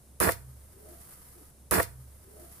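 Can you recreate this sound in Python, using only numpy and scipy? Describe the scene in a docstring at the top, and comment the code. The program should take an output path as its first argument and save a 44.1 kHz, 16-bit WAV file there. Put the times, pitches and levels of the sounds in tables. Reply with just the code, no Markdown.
"""A low hum and faint room air, then a sharp crack: a gloved hand opens a can of fizzy drink close to
the microphone. The seal snaps, gas hisses through the slit and buffets both microphone ports for a
tenth of a second, and the tab gives way with a hollow knock and a tick. Foam then fizzes on the lid,
with a few faint hollow swells farther back in the room. The same opening is heard twice in a row."""
import sys
import numpy as np
from scipy import signal
from scipy.fft import rfft, irfft
from scipy.io import wavfile

SR = 44100
rng = np.random.default_rng(int(sys.argv[2]) if len(sys.argv) > 2 else 0)


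def to_wav(s):
    """Save 16-bit WAV."""
    ch = np.atleast_2d(s).T  # columns
    pcm = np.round(np.clip(ch, -1, 1) * 32767)  # PCM
    wavfile.write(sys.argv[1], SR, pcm.astype(np.int16))


N = 114660
T = np.arange(N) / SR
HZ = np.fft.rfftfreq(N, 1 / SR)

# air of the room (frequency [Hz], level [dB])
AIR_SPECTRUM = [(20, 4.5), (70, 4), (130, 8), (250, -2.5), (600, -7.5), (1200, -18.5), (3000, -24)]
# how alike that air is at the two ports (frequency [Hz], correlation [0-1])
AIR_LIKENESS = [(60, 0.94), (300, 0.75), (650, 0.66), (1400, 0.86), (15000, 0.45)]
# the microphone's own hiss (frequency [Hz], level [dB])
MIC_SPECTRUM = [(1000, -8), (2800, -18), (4800, -12), (7000, -8), (9500, 0), (11200, 0), (12500, -6),
                (13700, -13), (15500, -20)]
# hollow swells back in the room (centre [s], half length [s], level [dB], pitch [Hz], glide [Hz/s])
ROOM_SWELLS = [(0.77, .022, -61, 388, 500), (0.81, .022, -63, 590, 900), (0.845, .04, -58, 425, 0),
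               (0.915, .033, -54.5, 345, 0), (0.9, .04, -58, 625, 200), (0.87, .028, -62, 690, 300),
               (0.98, .035, -61, 685, -200), (1.08, .03, -66, 350, 0), (1.375, .018, -60, 345, -500),
               (1.42, .016, -59, 290, 0), (1.41, .025, -64, 420, 0)]
# low hum of the room (time [s], level [dB])
HUM_LEVELS = [(0, -71), (0.1, -54.5), (0.2, -56), (0.4, -51), (0.65, -52.5), (0.75, -65), (0.85, -54.5),
              (1.0, -56), (1.08, -67), (1.17, -60.5), (1.24, -63), (1.32, -59.5), (1.51, -58.5)]
# low tone that sinks after the burst (time [s], pitch [Hz], level [dB])
DRONE_PATH = [(0.33, 130, -56), (0.39, 128.3, -55), (0.44, 128, -53), (0.5, 128.5, -48), (0.55, 121.6, -57),
              (0.59, 100.2, -60), (0.72, 93, -63), (0.8, 88, -85)]
# foam on the lid (time [s], level [dB])
FOAM_LEVELS = [(0.2, -90), (0.3, -64), (0.48, -61.5), (0.62, -61.5), (0.82, -59.5), (0.92, -53),
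               (1.0, -54.5), (1.11, -52), (1.22, -55), (1.32, -54.5), (1.42, -57.5), (1.51, -60)]
# its bursting bubbles (frequency [Hz], level [dB])
FOAM_SPECTRUM = [(300, -7), (700, -4), (1400, -1), (2200, -9), (3100, -14), (4500, -10), (7000, -9),
                 (9500, 0), (11500, 2), (13000, -3), (15000, -5), (15600, -12)]
# air pushing the diaphragms (centre [s], half length [s], pitch [Hz], level [dB], left-right [dB])
AIR_PUFFS = [(0.209, 0.0058, 90, -31, -14), (0.253, 0.008, 185, -32, -6), (0.282, 0.0055, 86, -27.5, -7)]
# resonances of the can and the cupped hand (frequency [Hz], level [dB], t60 [s])
CAVITY_MODES = [(185, -1, .08), (352, -6, .07), (453, -2, .05), (668, -8, .06), (950, 2, .22),
                (1130, -4, .1), (1400, -5, .05), (1640, -2, .1), (1910, -2, .1)]
# the jet on the microphone ports (frequency [Hz], level [dB])
JET_SPECTRUM = [(25, -17), (55, -7), (85, 7.5), (140, 0), (190, 7.5), (255, 8.5), (330, 10), (500, 5),
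                (1000, 5.5), (1900, 2), (2450, -19), (3000, -32), (6000, -55)]
# spurts of spray in the jet (time [s], level [dB], left-right [dB], decay [s])
SPRAY_SPURTS = [(0.234, -59, -41, 0.00089), (0.2762, -27.5, 24, 0.0019), (0.29, -23.5, 12, 0.0028)]
# that spray at the microphone (frequency [Hz], level [dB])
SPRAY_SPECTRUM = [(40, -25), (250, -14), (450, 3), (700, -6.5), (900, -3), (1300, 7.5), (1700, 2.5),
                  (2400, -0.5), (5000, -37)]
# gas escaping at the slit (time [s], level [dB])
GAS_LEVELS = [(0.2, -90), (0.2017, -60), (0.204, -28.5), (0.215, -26), (0.247, -24.5), (0.262, -29),
              (0.29, -28.5), (0.315, -36.5), (0.335, -42), (0.36, -54), (0.5, -90)]
# its hiss from close up (frequency [Hz], level [dB])
GAS_SPECTRUM = [(300, -8), (1500, -7), (2400, -6), (3100, -19), (3800, -23), (5400, -18), (6100, -21),
                (7200, -13), (8200, -10), (9700, -5.5), (11800, -6), (13400, -11), (14400, -8.5),
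                (15500, -10)]
# narrow resonances of the slit (frequency [Hz], width [Hz], boost [dB])
SLIT_WHISTLES = [(2850, 70, 6), (3560, 80, 14), (4090, 50, 13), (4330, 45, 16), (4520, 35, 16),
                 (4730, 35, 11), (5050, 60, 12), (5448, 40, 15), (5720, 50, 10), (6370, 40, 10),
                 (6875, 70, 11), (7400, 70, 4), (8312, 90, 4), (9805, 40, 5), (10329, 40, 4),
                 (11181, 80, 3)]
# modes of the can as the tab gives way (frequency [Hz], level [dB], t60 [s])
KNOCK_MODES = [(514, 1, 0.037), (669, -4, 0.066), (1808, 4, 0.024)]
# modes of the metal lid (frequency [Hz], level [dB], t60 [s])
LID_MODES = [(3670, -14, .03), (4400, -14, .025), (5780, -3, .025), (9450, 3, .025), (10350, -5, .02),
             (10950, 6, .012), (11500, -3, .015)]
# snaps of the seal, then the tab (time [s], crunch level [dB], left-right [dB], ping level [dB])
LID_SNAPS = [(0.2018, -15.5, -4, -13.5), (0.3206, -17, -11, -31)]
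# the crunch of a snap (frequency [Hz], level [dB])
CRUNCH_SPECTRUM = [(500, -26), (2800, -2), (3800, -4), (5800, -3), (7500, -7), (9500, 3), (12500, 1.5),
                   (15500, 6.5)]

REPEAT_S = 1.509297
JET_START_S, JET_RISE_S, JET_END_S = .2025, .004, .295


def amp(db):
    """Decibels to gain."""
    return 10 ** (np.asarray(db) / 20)


def unit(x):
    """Scales to rms 1."""
    return x / np.sqrt(np.mean(x ** 2) + 1e-20)


def pan(db):
    """Left and right gains for a level difference; positive is left."""
    gains = np.array([amp(np.atleast_1d(db) / 2), amp(-np.atleast_1d(db) / 2)])
    return gains / np.sqrt(np.mean(gains ** 2, 0))


def envelope(points):
    """Gain over time from (time [s], level [dB]) points."""
    return amp(np.interp(T, *np.transpose(points)))


def curve(points):
    """Spreads (frequency [Hz], value) points over every frequency."""
    hz, value = np.transpose(points)
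    return np.interp(np.log(HZ + 1), np.log(hz), value)


def noise(gain, likeness=0):
    """Stereo noise of rms 1, shaped by a gain per frequency, with a given left-right correlation."""
    left, other = rfft(rng.standard_normal((2, N)))
    right = likeness * left + np.sqrt(1 - likeness ** 2) * other
    return unit(irfft(np.array([left, right]) * gain, N))


def wander(hz):
    """Random drift of rms 1, mostly slower than hz, separate for each side."""
    return noise(np.exp(-(HZ / hz) ** 2))


def clicks(per_s):
    """Randomly timed impulses of either sign, separate for each side."""
    return rng.choice([-1, 1], (2, N)) * (rng.random((2, N)) < per_s / SR)


def ring(modes, age):
    """Struck modes dying away as damped sines."""
    return sum(amp(db - 60 * age / t60) * np.sin(2 * np.pi * hz * age) for hz, db, t60 in modes)


def room_tone():
    """Steady air of the room under the microphone's faint hiss."""
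    air = amp(-59.5) * noise(amp(curve(AIR_SPECTRUM)), curve(AIR_LIKENESS))
    mic_hiss = amp(-62.5) * noise(amp(curve(MIC_SPECTRUM)))
    return air + mic_hiss


def swells():
    """Soft, rough hollow tones come and go in the background, some of them gliding."""
    out = np.zeros((2, N))
    for centre, half, db, hz, glide in ROOM_SWELLS:
        tone = np.exp(2j * np.pi * np.cumsum(hz + glide * (T - centre)) / SR)
        roughness = .7 * (wander(hz=40) + 1j * wander(hz=40))
        halo = .8 * (wander(hz=190) + 1j * wander(hz=190))
        bell = np.exp(-((T - centre) / half) ** 2 / 2)
        out += unit((tone * (1 + roughness + halo)).real) * amp(db) * bell
    return out


def low_tones(hum_hz=67.3, waver_hz=2.0):
    """The room's wavering hum, and a sinking tone above it that fades in with the jet."""
    hum_pitch = hum_hz + waver_hz * wander(hz=7.9)[0]
    hum = np.sin(2 * np.pi * np.cumsum(hum_pitch) / SR) * envelope(HUM_LEVELS)
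    times, hz, db = np.transpose(DRONE_PATH)
    drone = np.sin(2 * np.pi * np.cumsum(np.interp(T, times, hz)) / SR) * amp(np.interp(T, times, db))
    drone *= np.clip((T - JET_START_S) / (JET_END_S - JET_START_S), 0, 1)
    return np.sqrt(2) * (hum * pan(db=-1.5) + drone * pan(db=-.5))


def room_tail(x, t60_s=.29, low_cut_hz=395):
    """The room returns a short diffuse tail with little bass, well below the close sound."""
    tail = noise(HZ / (HZ + low_cut_hz)) * amp(-60 * T / t60_s) * (T > .004)
    tail /= np.linalg.norm(tail, axis=1, keepdims=True)
    return amp(-15.5) * signal.fftconvolve(x, tail, axes=1)[:, :N]


def near_reflections(x, count=8, latest_s=.008, echo_db=-5):
    """Reflections off the hand and the table comb the sound, differently at each port."""
    delay = latest_s * rng.uniform(.0886, 1, (count, 2, 1))
    signs = rng.choice([-1, 1], delay.shape)
    echoes = (signs * np.exp(-2j * np.pi * HZ * delay)).sum(0) / np.sqrt(count)
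    return irfft(rfft(x) * (1 + amp(echo_db) * echoes), N) / np.sqrt(1 + amp(echo_db) ** 2)


def foam(bubbles_per_s=9000):
    """Tiny bubbles of uneven size burst on the lid and merge into a fluttering fizz."""
    size_db = 3 * np.minimum(rng.exponential(1, (2, N)), 6)
    pops = amp(size_db) * clicks(bubbles_per_s)
    fizz = unit(irfft(rfft(pops) * amp(curve(FOAM_SPECTRUM)), N))
    flutter_db = 1.3 * wander(hz=60)[0]
    return fizz * envelope(FOAM_LEVELS) * amp(flutter_db) * pan(db=-1.5)


def puffs(boom_s=.3, boom_hz=102, boom_db=-40.5, boom_t60_s=.44):
    """Slow pushes of air on the diaphragms, then the low ring the burst leaves on the right."""
    out = ring([(boom_hz, boom_db, boom_t60_s)], np.maximum(T - boom_s, 0)) * pan(db=-22)
    for centre, half, hz, db, pan_db in AIR_PUFFS:
        bell = np.exp(-((T - centre) / half) ** 2 / 2)
        out += amp(db) * pan(pan_db) * bell * np.sin(2 * np.pi * hz * (T - centre))
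    return np.sqrt(2) * out * np.clip((T - JET_START_S) / JET_RISE_S, 0, 1)


def cavity(x):
    """Adds the hollow ringing of the can and the hand cupped around it."""
    modes = sum(amp(db) / (1 + 2j * np.pi * (HZ - hz) * t60 / np.log(1000))
                for hz, db, t60 in CAVITY_MODES)
    return irfft(rfft(x) * (1 + modes), N)


def jet(fall_db_per_s=1000, drift_db_per_s=35):
    """Lumpy turbulence hits the microphone, mostly the right port, drifting a little toward centre."""
    age = np.clip(T - JET_START_S, 0, JET_END_S - JET_START_S)
    rise = np.minimum(age / JET_RISE_S, 1)
    level_db = -27.5 - fall_db_per_s * np.maximum(T - JET_END_S, 0)
    wind = noise(amp(curve(JET_SPECTRUM)))
    lumps_db = 2.5 * wander(hz=201)
    return wind * rise * amp(level_db + lumps_db) * pan(-11 + drift_db_per_s * age)


def spray():
    """Brief spurts of spray in the jet: a faint one on the right, then two on the left."""
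    out = np.zeros((2, N))
    for start, db, pan_db, decay_s in SPRAY_SPURTS:
        progress = np.maximum(T - start, 0) / decay_s
        burst = 2 * np.sqrt(progress) * np.exp(-progress)
        out += noise(amp(curve(SPRAY_SPECTRUM)), likeness=.12) * amp(db) * pan(pan_db) * burst
    return out


def gas_hiss(spit_s=.3075, spit_decay_s=.015, spit_hz=5760, spit_width_hz=4800):
    """Gas sputters through the slit, sounding its resonances, and ends in a spit of spray."""
    whistles = 1 + sum((amp(db) - 1) / (1 + (2 * (HZ - hz) / width) ** 2)
                       for hz, width, db in SLIT_WHISTLES)
    sputter_db = 2 * wander(hz=200)
    gas = noise(amp(curve(GAS_SPECTRUM)) * whistles) * envelope(GAS_LEVELS)
    spit_band = 1 / (1 + (2 * (HZ - spit_hz) / spit_width_hz) ** 2)
    progress = np.maximum(T - spit_s, 0) / spit_decay_s
    spit = noise(spit_band) * amp(-50.5) * progress * np.exp(1 - progress)
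    return (gas + spit) * amp(sputter_db) * pan(db=.5)


def tab_knock(start_s=.2903, rise_s=.0022):
    """The tab gives way and the can answers with a short hollow note."""
    age = np.maximum(T - start_s, 0)
    return amp(-18) * pan(db=3) * np.minimum(age / rise_s, 1) * ring(KNOCK_MODES, age)


def seal_tear(decay_s=.0033):
    """From the first snap, tiny tears run along the score line and ring the lid."""
    start, _, pan_db, _ = LID_SNAPS[0]
    age = np.maximum(T - start, 0)
    tears = unit(clicks(per_s=24000)) * np.exp(-age / decay_s) * (age > 0)
    lid = ring(LID_MODES, T[T < .06])
    lid /= np.linalg.norm(lid)
    return amp(-25.5) * pan(pan_db) * signal.oaconvolve(tears, lid[None], axes=1)[:, :N]


def lid_snaps(crunch_s=.00073, ping_hz=11000, ping_s=.0004):
    """Close up, the seal cracks and the tab ticks: each a crunch and a ping of the lid's top ring."""
    out = np.zeros((2, N))
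    for start, crunch_db, pan_db, ping_db in LID_SNAPS:
        age = np.maximum(T - start, 0)
        burst = np.exp(-(age / crunch_s) ** 2) * (T > start)
        crunch = amp(crunch_db) * noise(amp(curve(CRUNCH_SPECTRUM))) * burst
        ping = amp(ping_db) * age / ping_s * np.exp(1 - age / ping_s) * np.sin(2 * np.pi * ping_hz * age)
        out += pan(pan_db) * (crunch + ping)
    return out


def scene():
    """The can close to the microphone and the room behind it; one opening, repeated."""
    can = seal_tear() + lid_snaps() + near_reflections(gas_hiss()) + cavity(jet() + spray()) + tab_knock()
    once = can + room_tail(can) + puffs() + near_reflections(foam())
    once += low_tones() + room_tone() + swells()
    return once[:, np.arange(N) % round(REPEAT_S * SR)]


def record(dry, cutoff_hz=15520):
    """The recorder's band limit cuts off the highest treble."""
    taps = signal.firwin(511, cutoff_hz, window=("kaiser", 9), fs=SR)
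    return signal.oaconvolve(dry, taps[None], "same")


dry = scene()
out = record(dry)
to_wav(out)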